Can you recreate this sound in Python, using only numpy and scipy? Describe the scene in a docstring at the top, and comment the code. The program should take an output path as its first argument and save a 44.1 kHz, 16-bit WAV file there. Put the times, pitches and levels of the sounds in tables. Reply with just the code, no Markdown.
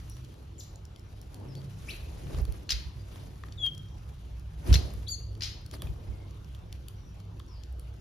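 """Finches at a seed tray

Finches feed at a wooden seed tray in a hard-walled aviary, close to a two-port microphone.
Beaks tap and crack seed (struck resonances), birds whistle (gliding overtones) and scold (noise rasps),
wings whoosh, feet shuffle and brief hisses join some calls (shaped noise), hops thump low (dying sines),
and the building rumbles and hums underneath. Near reflections and a dense hall tail surround the calls."""
import sys
import numpy as np
from scipy import signal
from scipy.fft import rfft, irfft
from scipy.io import wavfile
from scipy.ndimage import uniform_filter1d

SR = 44100
rng = np.random.default_rng(int(sys.argv[2]) if len(sys.argv) > 2 else 0)


def dump_mix(stems):
    """Bounce the given channels to the path in sys.argv[1] as a 16-bit WAV at rate SR."""
    frames = np.atleast_2d(stems).T  # one column per channel
    limited = np.clip(frames, -1, 1)  # hard clip at full scale
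    pcm = np.round(limited * 32767).astype(np.int16)
    wavfile.write(sys.argv[1], SR, pcm)


N = 352932

# spectrum of rustle and bright hiss: (frequency [Hz], relative density [dB])
RUSTLE = [(800, 3), (1500, 9.5), (3000, 8), (6000, 5), (9000, 3.5), (13500, -1), (15500, 8.5)]


def gain_of(db):
    """Amplitude factor of a level in dB."""
    return 10 ** (np.asarray(db) / 20)


def evened(x):
    """Scales to an RMS of 1."""
    return x / np.sqrt(np.mean(x ** 2) + 1e-20)


def read(points, hz):
    """Interpolates a (frequency, value) table over log frequency."""
    f, value = np.transpose(points)
    return np.interp(np.log(hz + 1e-3), np.log(f), value)


def add(mix, start_s, sound, pan_db):
    """Adds a sound in place, louder on the left by pan_db."""
    part = mix[:, round(start_s * SR):][:, :len(sound)]
    part += gain_of([[pan_db / 2], [-pan_db / 2]]) * sound[:part.shape[1]]


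def resonate(x, modes):
    """Sum of fixed resonances with steep flanks: each a two-fold pole around its centre, gain 1 there."""
    out, t = 0, np.arange(x.shape[-1]) / SR
    for hz, width_hz, db in modes:
        turn = np.exp(2j * np.pi * hz * t)
        r = np.exp(-np.pi * width_hz / SR)
        lowpassed = signal.lfilter([(1 - r) ** 2], [1, -2 * r, r * r], x / turn)
        out = out + gain_of(db) * 2 * (turn * lowpassed).real
    return out


def alike(z, hz, most=1):
    """Blends two unrelated spectra so that the channels agree by a likeness set for each frequency."""
    # likeness of the two channels: (frequency [Hz], coherence [0-1])
    likeness = [(60, 1), (160, 0.943), (270, 0.765), (500, 0.096), (1300, 0.033), (2200, 0.32),
                (4000, 0.267), (6500, 0.76), (8200, 1), (11500, 1), (15000, 1)]
    same = np.minimum(read(likeness, hz), most)[:, None]
    return np.array([z[0], same * z[0] + np.sqrt(1 - same ** 2) * z[1]])


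def noise(spectrum, size, patchy_db, most=1):
    """Two channels of coloured noise, RMS 1, with patches of level drifting over time and frequency."""
    frames, hz = 4 * N // size + 5, np.fft.rfftfreq(size, 1 / SR)
    a, b, c, d, patches = rng.standard_normal((frames, len(hz), 5)).T
    patches = uniform_filter1d(patches, size=10, axis=0)
    patches = evened(uniform_filter1d(patches, size=12, axis=1))
    outside_db = -60 * ((hz < spectrum[0][0]) | (hz > spectrum[-1][0]))
    colour_db = (read(spectrum, hz) + outside_db)[:, None]
    z = alike((a + 1j * b, c + 1j * d), hz, most) * gain_of(colour_db + patchy_db * patches)
    return evened(signal.istft(z, nperseg=size, noverlap=3 * size // 4)[1][:, :N])


def rumble():
    """Low noise favouring the hall's standing waves, plus thumps that buffet the ports in opposition."""
    # slow level of the building's rumble: (time [s], deep level [dB], upper level [dB])
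    levels = [(0.0, -44.5, -45), (0.33, -48.5, -50.5), (1.23, -47.5, -50.5), (1.63, -50, -42.5),
              (1.96, -41.5, -47), (2.41, -42.5, -45), (2.63, -47, -49), (3.85, -46, -45.5),
              (4.36, -44, -49.5), (4.77, -42.5, -47), (6.62, -46, -48), (7.26, -46.5, -47),
              (7.69, -45, -52.5), (8.0, -48.5, -47)]
    # deep band: (frequency [Hz], relative density [dB])
    deep = [(20, -44), (40, -4), (61, -17.5), (80, 0.5), (110, -50.5)]
    # upper band: (frequency [Hz], relative density [dB])
    upper = [(60, -17), (85, -3), (100, 0), (135, -4.5), (190, -10), (260, -44)]
    # standing waves: (frequency [Hz], width [Hz], relative gain [dB])
    hall_modes = [(61, 18.3, -0.5), (100.87, 14.22, 0.85), (135, 16.3, -5)]
    buffet = .34  # gain of the opposed part

    s, deep_db, upper_db = np.transpose(levels)
    t, (out, gust) = np.arange(N) / SR, thumps()
    thump_rms = np.sqrt(uniform_filter1d(out[0] ** 2, size=900).clip(0))
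    shaken = thump_rms * noise(deep, size=4096, patchy_db=1.5)[0]
    shaken = shaken + gust[0] * noise(upper, size=4096, patchy_db=-2)[0]
    out = out + buffet * np.array([shaken, -shaken])
    for spectrum, db, extra in ((deep, deep_db, 0), (upper, upper_db, gust)):
        low = noise(spectrum, size=4096, patchy_db=0.0)
        low = evened(low + 1.975 * resonate(low, hall_modes))
        power = uniform_filter1d((low ** 2).mean(0), size=3000)
        steady = evened(low / (power + 0.13) ** 0.223)  # lumps are partly evened out
        out = out + (gain_of(np.interp(t, s, db)) + extra) * steady
    return out


def hush():
    """Steady broadband hush: coloured noise at a fixed level."""
    # steady hush: (frequency [Hz], relative density [dB])
    air = [(150, -1.5), (240, -4), (330, -0.5), (520, -7.5), (1300, -15), (2000, -23.5), (3000, -19),
           (5600, -27.5), (7400, -29.5), (9000, -34), (12000, -40.5), (14000, -33), (15500, -41)]
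    return gain_of(-57.5) * noise(air, size=1024, patchy_db=2.5)


def shuffle():
    """Hiss of feet and feathers among dry husks, in small uneven surges."""
    # hiss before the surges: (time [s], level [dB])
    hiss = [(0.0, -66.5), (0.9, -77), (1.11, -68), (1.49, -67.5), (1.85, -62.5), (2.38, -62.5),
            (2.47, -72.5), (2.83, -65.5), (3.63, -69.5), (3.92, -69), (4.66, -68), (4.85, -57.5),
            (5.0, -58.5), (5.17, -66.5), (5.62, -81.5), (6.51, -70), (7.3, -76), (8.0, -71.5)]
    s, db = np.transpose(hiss)
    surge_db = 3.55 * evened(uniform_filter1d(rng.standard_normal(N), size=900))
    level_db = np.interp(np.arange(N) / SR, s, db) + surge_db
    return gain_of(level_db) * noise(RUSTLE, size=256, patchy_db=0.5)


def wings_and_hisses():
    """Whoosh and bright noise swell and fade for wings and brief hisses, all under one wing-beat throb."""
    # wings, but for bright hiss bursts with two of the scolds (4.728, 4.74 s): # (loudest [s], swell [s per 20
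    # dB, sign ignored], fade [s per 20 dB], whoosh [dB], rustle or hiss [dB])
    swells = [(.1, 0.58, 0.69, -60, -62), (1.45, 0.2671, .5, -48, -72),
              (1.916, -0.23, 0.2751, -50.5, -52.5), (2.1, 0.24, .5, -53.5, -60.5),
              (2.401, 0.373, 0.07, -42, -52), (2.476, 0.08, 0.5753, -51, -62.5),
              (2.545, .015, 0.11, -60, -56.5), (3.16, 0.26, 0.48, -50.5, -58),
              (4.69, 0.0632, 0.1609, -34.5, -43.5), (4.715, 0.02, 0.0147, -31.5, -56.5),
              (4.728, 0.0054, 0.0315, -36, -35.5), (4.74, 0.0006, 0.0434, -43, -33),
              (4.8, -0.1854, 0.2926, -40.5, -55.5), (5.738, -0.02, 0.043, -43, -46),
              (5.77, -0.035, 0.01, -47.5, -58), (5.828, 0.0175, 0.17, -46.5, -56),
              (6.08, -0.72, 0.7658, -52.5, -64)]
    # low whoosh: (frequency [Hz], relative density [dB])
    whoosh = [(120, 5), (200, 1), (350, 1.5), (700, -7.5), (1500, -20), (3000, -32)]
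    t, power = np.arange(N) / SR, np.zeros((2, N))
    for s, swell_s, fade_s, *dbs in swells:
        shape_db = -20 * np.maximum((s - t) / abs(swell_s), (t - s) / abs(fade_s))
        power += gain_of(np.add.outer(dbs, shape_db)) ** 2
    whoosh_level, bright_level = np.sqrt(power)
    beat_hz = 29 + 4.0 * evened(uniform_filter1d(rng.standard_normal(N), size=8000))
    phase = np.cumsum(beat_hz) / SR % 1
    beat = evened(1.24 + np.exp(-phase / 0.81))
    air = whoosh_level * noise(whoosh, size=1024, patchy_db=1.5, most=0.65)
    bright = bright_level * noise(RUSTLE, size=256, patchy_db=3.0)
    return beat * (air + bright)


def tap(husk_db, husk_hz, tick_db, knock_db):
    """A blow and a millisecond of crackle ring husk, beak and tray; husk modes near husk_hz are favoured."""
    # husk modes: (frequency [Hz], width [Hz], relative gain [dB])
    husk_modes = [(3350, 1180, -1.5), (4496, 473, 1), (5600, 1320, 2), (6853, 1100, 6)]
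    # bright beak modes: (frequency [Hz], width [Hz], relative gain [dB])
    tick_modes = [(8260, 1150, -2.5), (9640, 690, -1.5), (10977, 1080, -3), (11896, 1050, -3),
                  (14350, 3000, -4.5)]
    # wooden tray modes: (frequency [Hz], width [Hz], relative gain [dB])
    tray_modes = [(700, 400, -12), (1200, 400, 0), (1750, 600, -5), (2500, 700, -12)]
    t = np.arange(1200) / SR
    crackle = rng.standard_normal((3, 1200)) * np.exp(-t / .0012) * np.minimum(t / .0003, 1)
    blows = crackle + 8 * (t == 0)
    husk = [(hz, width_hz, db - 16 * abs(np.log2(hz / husk_hz))) for hz, width_hz, db in husk_modes]
    out = 0
    for blow, modes, db in zip(blows, (husk, tick_modes, tray_modes), (husk_db, tick_db, knock_db)):
        part = resonate(blow, modes)
        peak_rms = np.sqrt(uniform_filter1d(part ** 2, size=130).max())
        out = out + gain_of(db) * part / peak_rms
    return out


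def feeding():
    """Beaks on seed: the clear taps, and a random patter of 60 small ones."""
    # (time [s], husk [dB], husk pitch [Hz], bright tick [dB], tray knock [dB], left-right [dB])
    clear_taps = [(0.078, -64, 6290, -65, -63.5, 2), (0.0982, -54, 6030, -41.5, -75.5, 1),
                  (0.168, -54, 3350, -53.5, -57, 0), (0.2477, -52, 3940, -56.5, -70, 0),
                  (0.3413, -58, 4240, -57.5, -59, 0), (0.6395, -53, 6630, -54, -76, 0),
                  (0.7581, -49, 6640, -57.5, -74, -2), (0.853, -49.5, 5220, -55.5, -81, 4.5),
                  (0.961, -50, 3590, -56.5, -70.5, 4.5), (0.9953, -54, 5430, -55, -78, 2),
                  (1.215, -50, 5580, -49, -67, 0.5), (1.344, -48.5, 4560, -46, -71, 3),
                  (1.5526, -46.5, 3920, -52.5, -73, 5), (1.6168, -53.5, 3580, -69.5, -59, 2.5),
                  (1.965, -66, 6500, -50, -75.5, 1), (2.308, -56, 4930, -60.5, -50.5, 4),
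                  (2.3467, -48.5, 3460, -59, -47, 4), (2.386, -48, 5810, -49.5, -48.5, 4.5),
                  (2.415, -60, 3130, -51, -64.5, 1), (2.4521, -47, 3900, -46, -55, 3),
                  (2.5233, -48.5, 4220, -43.5, -71, 1.5), (3.1586, -49, 3160, -58.5, -52, 0.5),
                  (3.357, -60, 4530, -67, -65, 0.5), (3.4366, -50.5, 3010, -71.5, -40.5, 3),
                  (3.485, -56.5, 3300, -74.5, -54, 3), (3.5236, -45, 4000, -78, -77, 1),
                  (3.664, -35.5, 3300, -42.5, -47.5, 5), (3.7494, -50.5, 5600, -51.5, -73, 3.5),
                  (3.779, -47.5, 4900, -50.5, -89, 3.5), (3.8858, -59, 4500, -75.5, -77, 0),
                  (4.396, -57, 5470, -54.5, -86.5, 1), (4.9053, -50.5, 6220, -65.5, -53, 3),
                  (4.9374, -55.5, 3240, -45.5, -53, 2), (5.3517, -52.5, 4100, -59.5, -61.5, 1),
                  (5.6626, -47.5, 4300, -47, -75, 3), (5.7124, -45.5, 3900, -48.5, -60.5, 5),
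                  (5.7383, -50, 3000, -45.5, -49.5, 1), (5.8205, -36, 3200, -36, -45, -2),
                  (5.871, -50, 3460, -57.5, -54, 4), (6.3088, -55, 4900, -57.5, -62, 3),
                  (6.4454, -54, 4320, -58.5, -83.5, 3), (6.5484, -49, 3000, -55.5, -63.5, 1.5),
                  (6.7268, -41, 3800, -46, -63, 2), (6.884, -44.5, 3500, -40.5, -70.5, 2.5),
                  (7.202, -54.5, 4440, -59, -59.5, 2.5), (7.396, -56, 4570, -51, -56, 0),
                  (7.3999, -46.5, 3000, -68, -49, 2), (7.6356, -48.5, 4060, -57.5, -74, 8),
                  (7.7262, -72, 3120, -55, -75.5, 1), (7.7961, -54, 4130, -44, -79, 0)]
    out = np.zeros((2, N))
    for s, husk_db, husk_hz, tick_db, knock_db, pan_db in clear_taps:
        add(out, s, tap(husk_db, husk_hz, tick_db, knock_db), pan_db)
    for when, size, bright, pan in rng.random((60, 4)):
        small = tap(0, 3300 + 3000 * bright, 12 * bright - 6, -20)
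        add(out, when * N / SR, gain_of(-70 + 6 * size) * small, 8 * pan - 4)
    return out


def chirp(rows, first, rough, flutter=0):
    """Partials first, first + 1, ... of a gliding pitch; roughness shakes pitch and level, flutter trills them."""
    s, hz, *levels_db = np.transpose(rows)
    t = np.arange(s[0], s[-1], 1 / SR)
    shake = evened(uniform_filter1d(rng.standard_normal((SR // 2, 2)), size=50, axis=0))[:len(t)].T
    trill = flutter * np.sin(2 * np.pi * 55 * (t - s[0]))
    glide_hz = uniform_filter1d(np.interp(t, s, hz), size=120)
    pitch_hz = glide_hz * (1 + 0.044 * rough * shake[0] + 0.061 * trill)
    turns = np.cumsum(pitch_hz) / SR
    tone = 0
    for k, db in enumerate(levels_db):
        tone = tone + gain_of(np.interp(t, s, db)) * np.sin(2 * np.pi * (first + k) * turns)
    level = (1 + rough * shake[1] + trill) * signal.windows.tukey(len(t), .12)
    return s[0], np.sqrt(2) * tone * level


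def voices():
    """Whistles, a nasal call and faint peeps as gliding partials; the second return feeds the echo."""
    # one table a whistle: (time [s], pitch [Hz], tone [dB], then each overtone in turn [dB])
    whistles = [
        [(.581, 7100, -54.5, -89.5, -99), (.595, 7100, -48.5, -59, -99), (.599, 6290, -47, -57, -99),
         (.604, 5003, -51.5, -59.5, -99), (.611, 3074, -51, -85.5, -99)],
        [(1.881, 2189, -59.5, -77, -80, -70), (1.888, 2372, -40.5, -60, -68, -55),
         (1.897, 2847, -42.5, -51, -64.5, -52), (1.901, 3110, -48.5, -58, -65, -58.5),
         (1.906, 3894, -44, -63, -62.5, -90), (1.911, 4413, -44.5, -61, -63, -90),
         (1.919, 4500, -59.5, -69.5, -75, -90)],
        [(3.573, 3942, -58.5, -84, -95), (3.588, 3436, -46, -67, -90.5), (3.625, 3325, -40.5, -62, -70),
         (3.642, 3291, -27.5, -66.5, -60), (3.66, 3225, -24, -67, -58.5), (3.679, 3197, -29, -65, -75.5),
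         (3.692, 2980, -52.5, -66, -94.5)],
    ]
    # one row a whistle: (left-right [dB], roughness [0-1], echo send [dB])
    perches = [(1.5, 0.3, 0.5), (2.5, 0.31, -0.5), (4.5, 0.05, -16)]
    # call with a silent fundamental: (time [s], fundamental [Hz], partials 2, 3, 4, 5 [dB])
    nasal = [(5.066, 1600, -44, -80.5, -85, -90), (5.072, 2097, -50.5, -80, -85, -79.5),
             (5.077, 1577, -44, -70.5, -83.5, -62.5), (5.083, 2225, -44.5, -48, -54.5, -56),
             (5.095, 2332, -35.5, -54.5, -59, -57.5), (5.115, 2326, -37.5, -36.5, -59.5, -59),
             (5.135, 2220, -42, -44.5, -58.5, -63.5), (5.145, 2133, -40.5, -47.5, -63.5, -62),
             (5.156, 2023, -64.5, -46.5, -74, -67.5)]
    # (start [s], length [s], first, last pitch [Hz before peep_ratio], level [dB], flutter [0-1], echo send [dB])
    peeps = [(.097, .015, 6000, 5900, -60, .1, 3.0), (1.484, .05, 5500, 5000, -67, .7, .6),
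             (3.85, .15, 5800, 5750, -79, .5, 3), (6.125, .04, 2200, 2150, -71, .6, -4),
             (6.2, .05, 2150, 2200, -71, .6, -4), (6.95, .15, 6000, 5850, -76, .4, 3),
             (7.475, .11, 5750, 4350, -69, .9, 3), (1.555, .045, 4680, 4650, -62, .05, -9),
             (2.99, .03, 4950, 4950, -65, .05, -12), (5.798, .016, 3500, 3500, -60, .05, -15),
             (5.868, .007, 2600, 2600, -54, .05, -15)]
    peep_ratio = 0.9662  # sounding frequency / listed pitch

    near, echo = np.zeros((2, N)), np.zeros((2, N))
    calls = []
    for rows, (pan_db, rough, echo_db) in zip(whistles, perches):
        calls.append((chirp(rows, first=1, rough=rough), pan_db, echo_db))
    calls.append((chirp(nasal, first=2, rough=0.042), 4.5, -6.0))
    for s, length_s, first_hz, last_hz, db, flutter, echo_db in peeps:
        rows = [(s, first_hz, db), (s + length_s, last_hz, db)]
        calls.append((chirp(rows, first=peep_ratio, rough=0.145, flutter=flutter), 0, echo_db))
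    for (s, sound), pan_db, echo_db in calls:
        add(near, s, sound, pan_db)
        add(echo, s, gain_of(echo_db) * sound, pan_db)
    return near, echo


def hums():
    """Low sines wavering in pitch that swell and fade in the rumble, the same in both channels."""
    # (start [s], length [s], mean pitch [Hz], peak level [dB])
    tones = [(.12, 0.183, 125.1, -42.5), (1.38, 0.44, 135, -39), (2.1, 0.395, 136.6, -43.5),
             (2.846, 0.68, 97.3, -45.5), (3.62, 0.272, 154.4, -48), (3.95, 0.93, 59.56, -42.5),
             (4.42, 0.345, 154.9, -49.5), (5.12, 0.364, 103, -40), (5.09, 0.46, 58.72, -41),
             (5.5, 0.475, 135, -50.5), (7.15, 0.208, 163.3, -52), (7.446, 0.604, 61, -39)]
    out = np.zeros((2, N))
    for s, length_s, hz, db in tones:
        count = round(length_s * SR)
        waver = 1 + 0.0154 * evened(uniform_filter1d(rng.standard_normal(SR), size=3000))[:count]
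        tone = np.sin(2 * np.pi * np.cumsum(hz * waver) / SR)
        add(out, s, gain_of(db) * tone * signal.windows.tukey(count, .7), 0)
    return out


def thumps():
    """Hops and landings: dying low sines; the second return is the gust each stirs in the upper rumble."""
    # (start [s], peak of envelope [dB], pitch [Hz], t60 [s], gust [dB])
    landings = [(2.254, -37, 64.4, .2, -45), (2.327, -29.5, 60.4, .15, -51.5),
                (2.367, -24.5, 59.6, 0.12, -40.5), (2.408, -20, 58.9, 0.086, -49.5),
                (2.475, -26.5, 53.5, 0.215, -55), (2.724, -27.5, 56.8, 0.208, -65),
                (2.85, -34, 62.27, 0.213, -51), (2.95, -37, 64.2, 0.116, -51.5),
                (4.683, -17.5, 60.3, 0.095, -24.5), (4.704, -10, 65.68, 0.179, -30),
                (4.742, -16.5, 73.55, 0.136, -27), (4.825, -28.5, 70, 0.14, -40),
                (4.93, -31.5, 58, 0.34, -49), (5.44, -39.5, 59, 0.102, -58.5),
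                (5.835, -30.5, 62.1, 0.2, -44), (5.885, -29, 61.3, 0.182, -46),
                (6.079, -29.5, 60.5, 0.25, -49.5), (6.62, -38.5, 59.17, 0.4, -59.5)]
    rise_s = 0.0129
    out, gust, t = np.zeros((2, N)), np.zeros((2, N)), np.arange(SR // 2) / SR
    for s, db, hz, t60_s, gust_db in landings:
        shape = (1 - np.exp(-(t / rise_s) ** 2)) * gain_of(-60 * t / t60_s)
        shape = shape / shape.max()
        add(out, s, gain_of(db) * shape * np.sin(2 * np.pi * hz * t), 0)
        add(gust, s, gain_of(gust_db) * shape, 0)
    return out, gust


def scolds():
    """Short noise rasps pass chest and throat and ring in the gape; the second return feeds the echo."""
    # bursts, three or four a scold: (start [s], level before envelope [dB], gape ring [Hz], chest [dB],
    # left-right [dB], echo send [dB], ring re rasp [dB])
    bursts = [(2.6914, -24, 4210, -18, 3, -10.5, -2), (2.7044, -14.5, 5116, -28.5, 1, -27, 0),
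              (2.718, -18, 4900, -19.5, 1.5, -32.5, 0.5), (2.732, -35.5, 4020, -10.5, 2.5, -17.5, -0.5),
              (4.7267, -21, 5570, -27, 2.5, -24.5, -3.5), (4.74, -13, 3545, -25, 0.5, -24, -11.5),
              (4.7539, -22.5, 4229, -11.5, 6.5, -34, 3.5), (5.4072, -34.5, 4920, -15, 9, -10, -3),
              (5.42, -23.5, 5044, -22, -2, -13.5, -5.5), (5.4335, -27.5, 5150, -25.5, 9, -13.5, 2.5)]
    # throat: (frequency [Hz], gain [dB])
    throat = [(2200, -27.5), (2900, -10), (3700, -4.5), (4300, -1), (5200, -4.5), (6500, -7.5), (8100, -20),
              (11600, -23.5), (16400, -33.5)]
    # chest, before each burst's chest level: (frequency [Hz], gain [dB])
    chest = [(800, -33), (1250, -2.5), (1750, 9), (2600, 9.5), (3300, 2), (4500, -39)]
    rise_s, fall_s, tail, tail_s = 0.00139, 0.00198, 0.148, 0.01005

    out, echo = np.zeros((2, N)), np.zeros((2, N))
    t, hz = np.arange(1024) / SR, np.fft.rfftfreq(1024, 1 / SR)
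    shape = (1 - np.exp(-(t / rise_s) ** 2)) * (np.exp(-t / fall_s) + tail * np.exp(-t / tail_s))
    for s, db, gape_hz, chest_db, pan_db, echo_db, ring_db in bursts:
        colour = gain_of(read(throat, hz)) + gain_of(chest_db + read(chest, hz))
        rasp = evened(irfft(colour * np.exp(2j * np.pi * rng.random(len(hz)))))
        ring = gain_of(ring_db) * np.sqrt(2) * np.sin(2 * np.pi * gape_hz * t)
        add(out, s, gain_of(db) * (rasp + ring) * shape, pan_db)
        # the hall hears the mean colour, as a pulse 2 ms late, and the ring
        pulse = evened(irfft(colour * np.exp(-2j * np.pi * hz * .002)))
        add(echo, s, gain_of(db + echo_db) * (pulse + 1.46 * ring * shape), pan_db)
    return out, echo


def nearby(x):
    """A few single reflections from stones and near walls, 6 % later on the right."""
    # (left delay [s], level [dB])
    early = [(.0042, -7), (.0072, -9), (.021, -16), (0.031, -26.5)]
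    out = x.copy()
    for delay_s, db in early:
        for side, stretch in enumerate((1, 1.06)):
            lag = round(delay_s * stretch * SR)
            out[side, lag:] += gain_of(db) * x[side, :-lag]
    return out


def hall(x):
    """Reverberation: sparse taps of random sign, each band dying at its own speed."""
    # (frequency [Hz], t60 [s])
    decay = [(500, 0.64), (2000, 0.544), (5000, 0.457), (8000, 0.319), (14000, 0.44)]
    taps = np.zeros((2, SR))
    at = np.arange(300, SR - 20, 20) + rng.integers(0, 20, (2, (SR - 301) // 20))
    np.put_along_axis(taps, at, rng.choice([-1., 1.], at.shape), 1)
    hz, t, z = signal.stft(taps, SR, nperseg=256)
    fade = gain_of(-60 * t / read(decay, hz)[:, None])
    tail = signal.istft(alike(z, hz) * fade, SR, nperseg=256)[1]
    tail = tail / np.linalg.norm(tail[0])
    return signal.fftconvolve(x.mean(0)[None], tail, axes=1)[:, :N]


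def scene():
    """Sums the bed, the birds, their near reflections and the hall's echo."""
    taps, (scold, scold_echo), (voice, voice_echo) = feeding(), scolds(), voices()
    bed = rumble() + hums() + hush() + shuffle()
    echo = hall(gain_of(-10.0) * taps + scold_echo + voice_echo)
    return bed + wings_and_hisses() + taps + nearby(scold + voice) + echo


def record(dry):
    """The two ports differ in level and phase with frequency; then overall tone and a 16.5 kHz band limit."""
    # left-right level: (frequency [Hz], level [dB])
    lean = [(100, -1), (400, 0.5), (1300, 1.0), (3000, 2), (4800, 3), (6500, 1.5), (8500, -1)]
    # phase by which the right port leads: (frequency [Hz], phase [rad])
    port_lead = [(2000, 0), (4500, -.4), (5700, .4), (6550, 1.0), (7400, 2.4), (8250, 3.14), (11400, 6.28),
                 (14700, 9.42), (16500, 11)]
    # overall tone, falling below 30 Hz and above 13.5 kHz: (frequency [Hz], gain [dB])
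    tone = [(15, -20), (30, -1), (45, 0.5), (13500, -0.5), (14500, -3.0), (15500, -7.5), (16500, -12)]
    hz = np.fft.rfftfreq(N, 1 / SR)
    half = gain_of(read(lean, hz) / 2) * np.exp(-.5j * read(port_lead, hz))
    ported = irfft(rfft(dry) * gain_of(read(tone, hz)) * np.array([half, 1 / half]), N)
    lowpass = signal.firwin(511, 16500, window=("kaiser", 9), fs=SR)
    return signal.oaconvolve(ported, lowpass[None], "same")


dry = scene()
out = record(dry)
dump_mix(out)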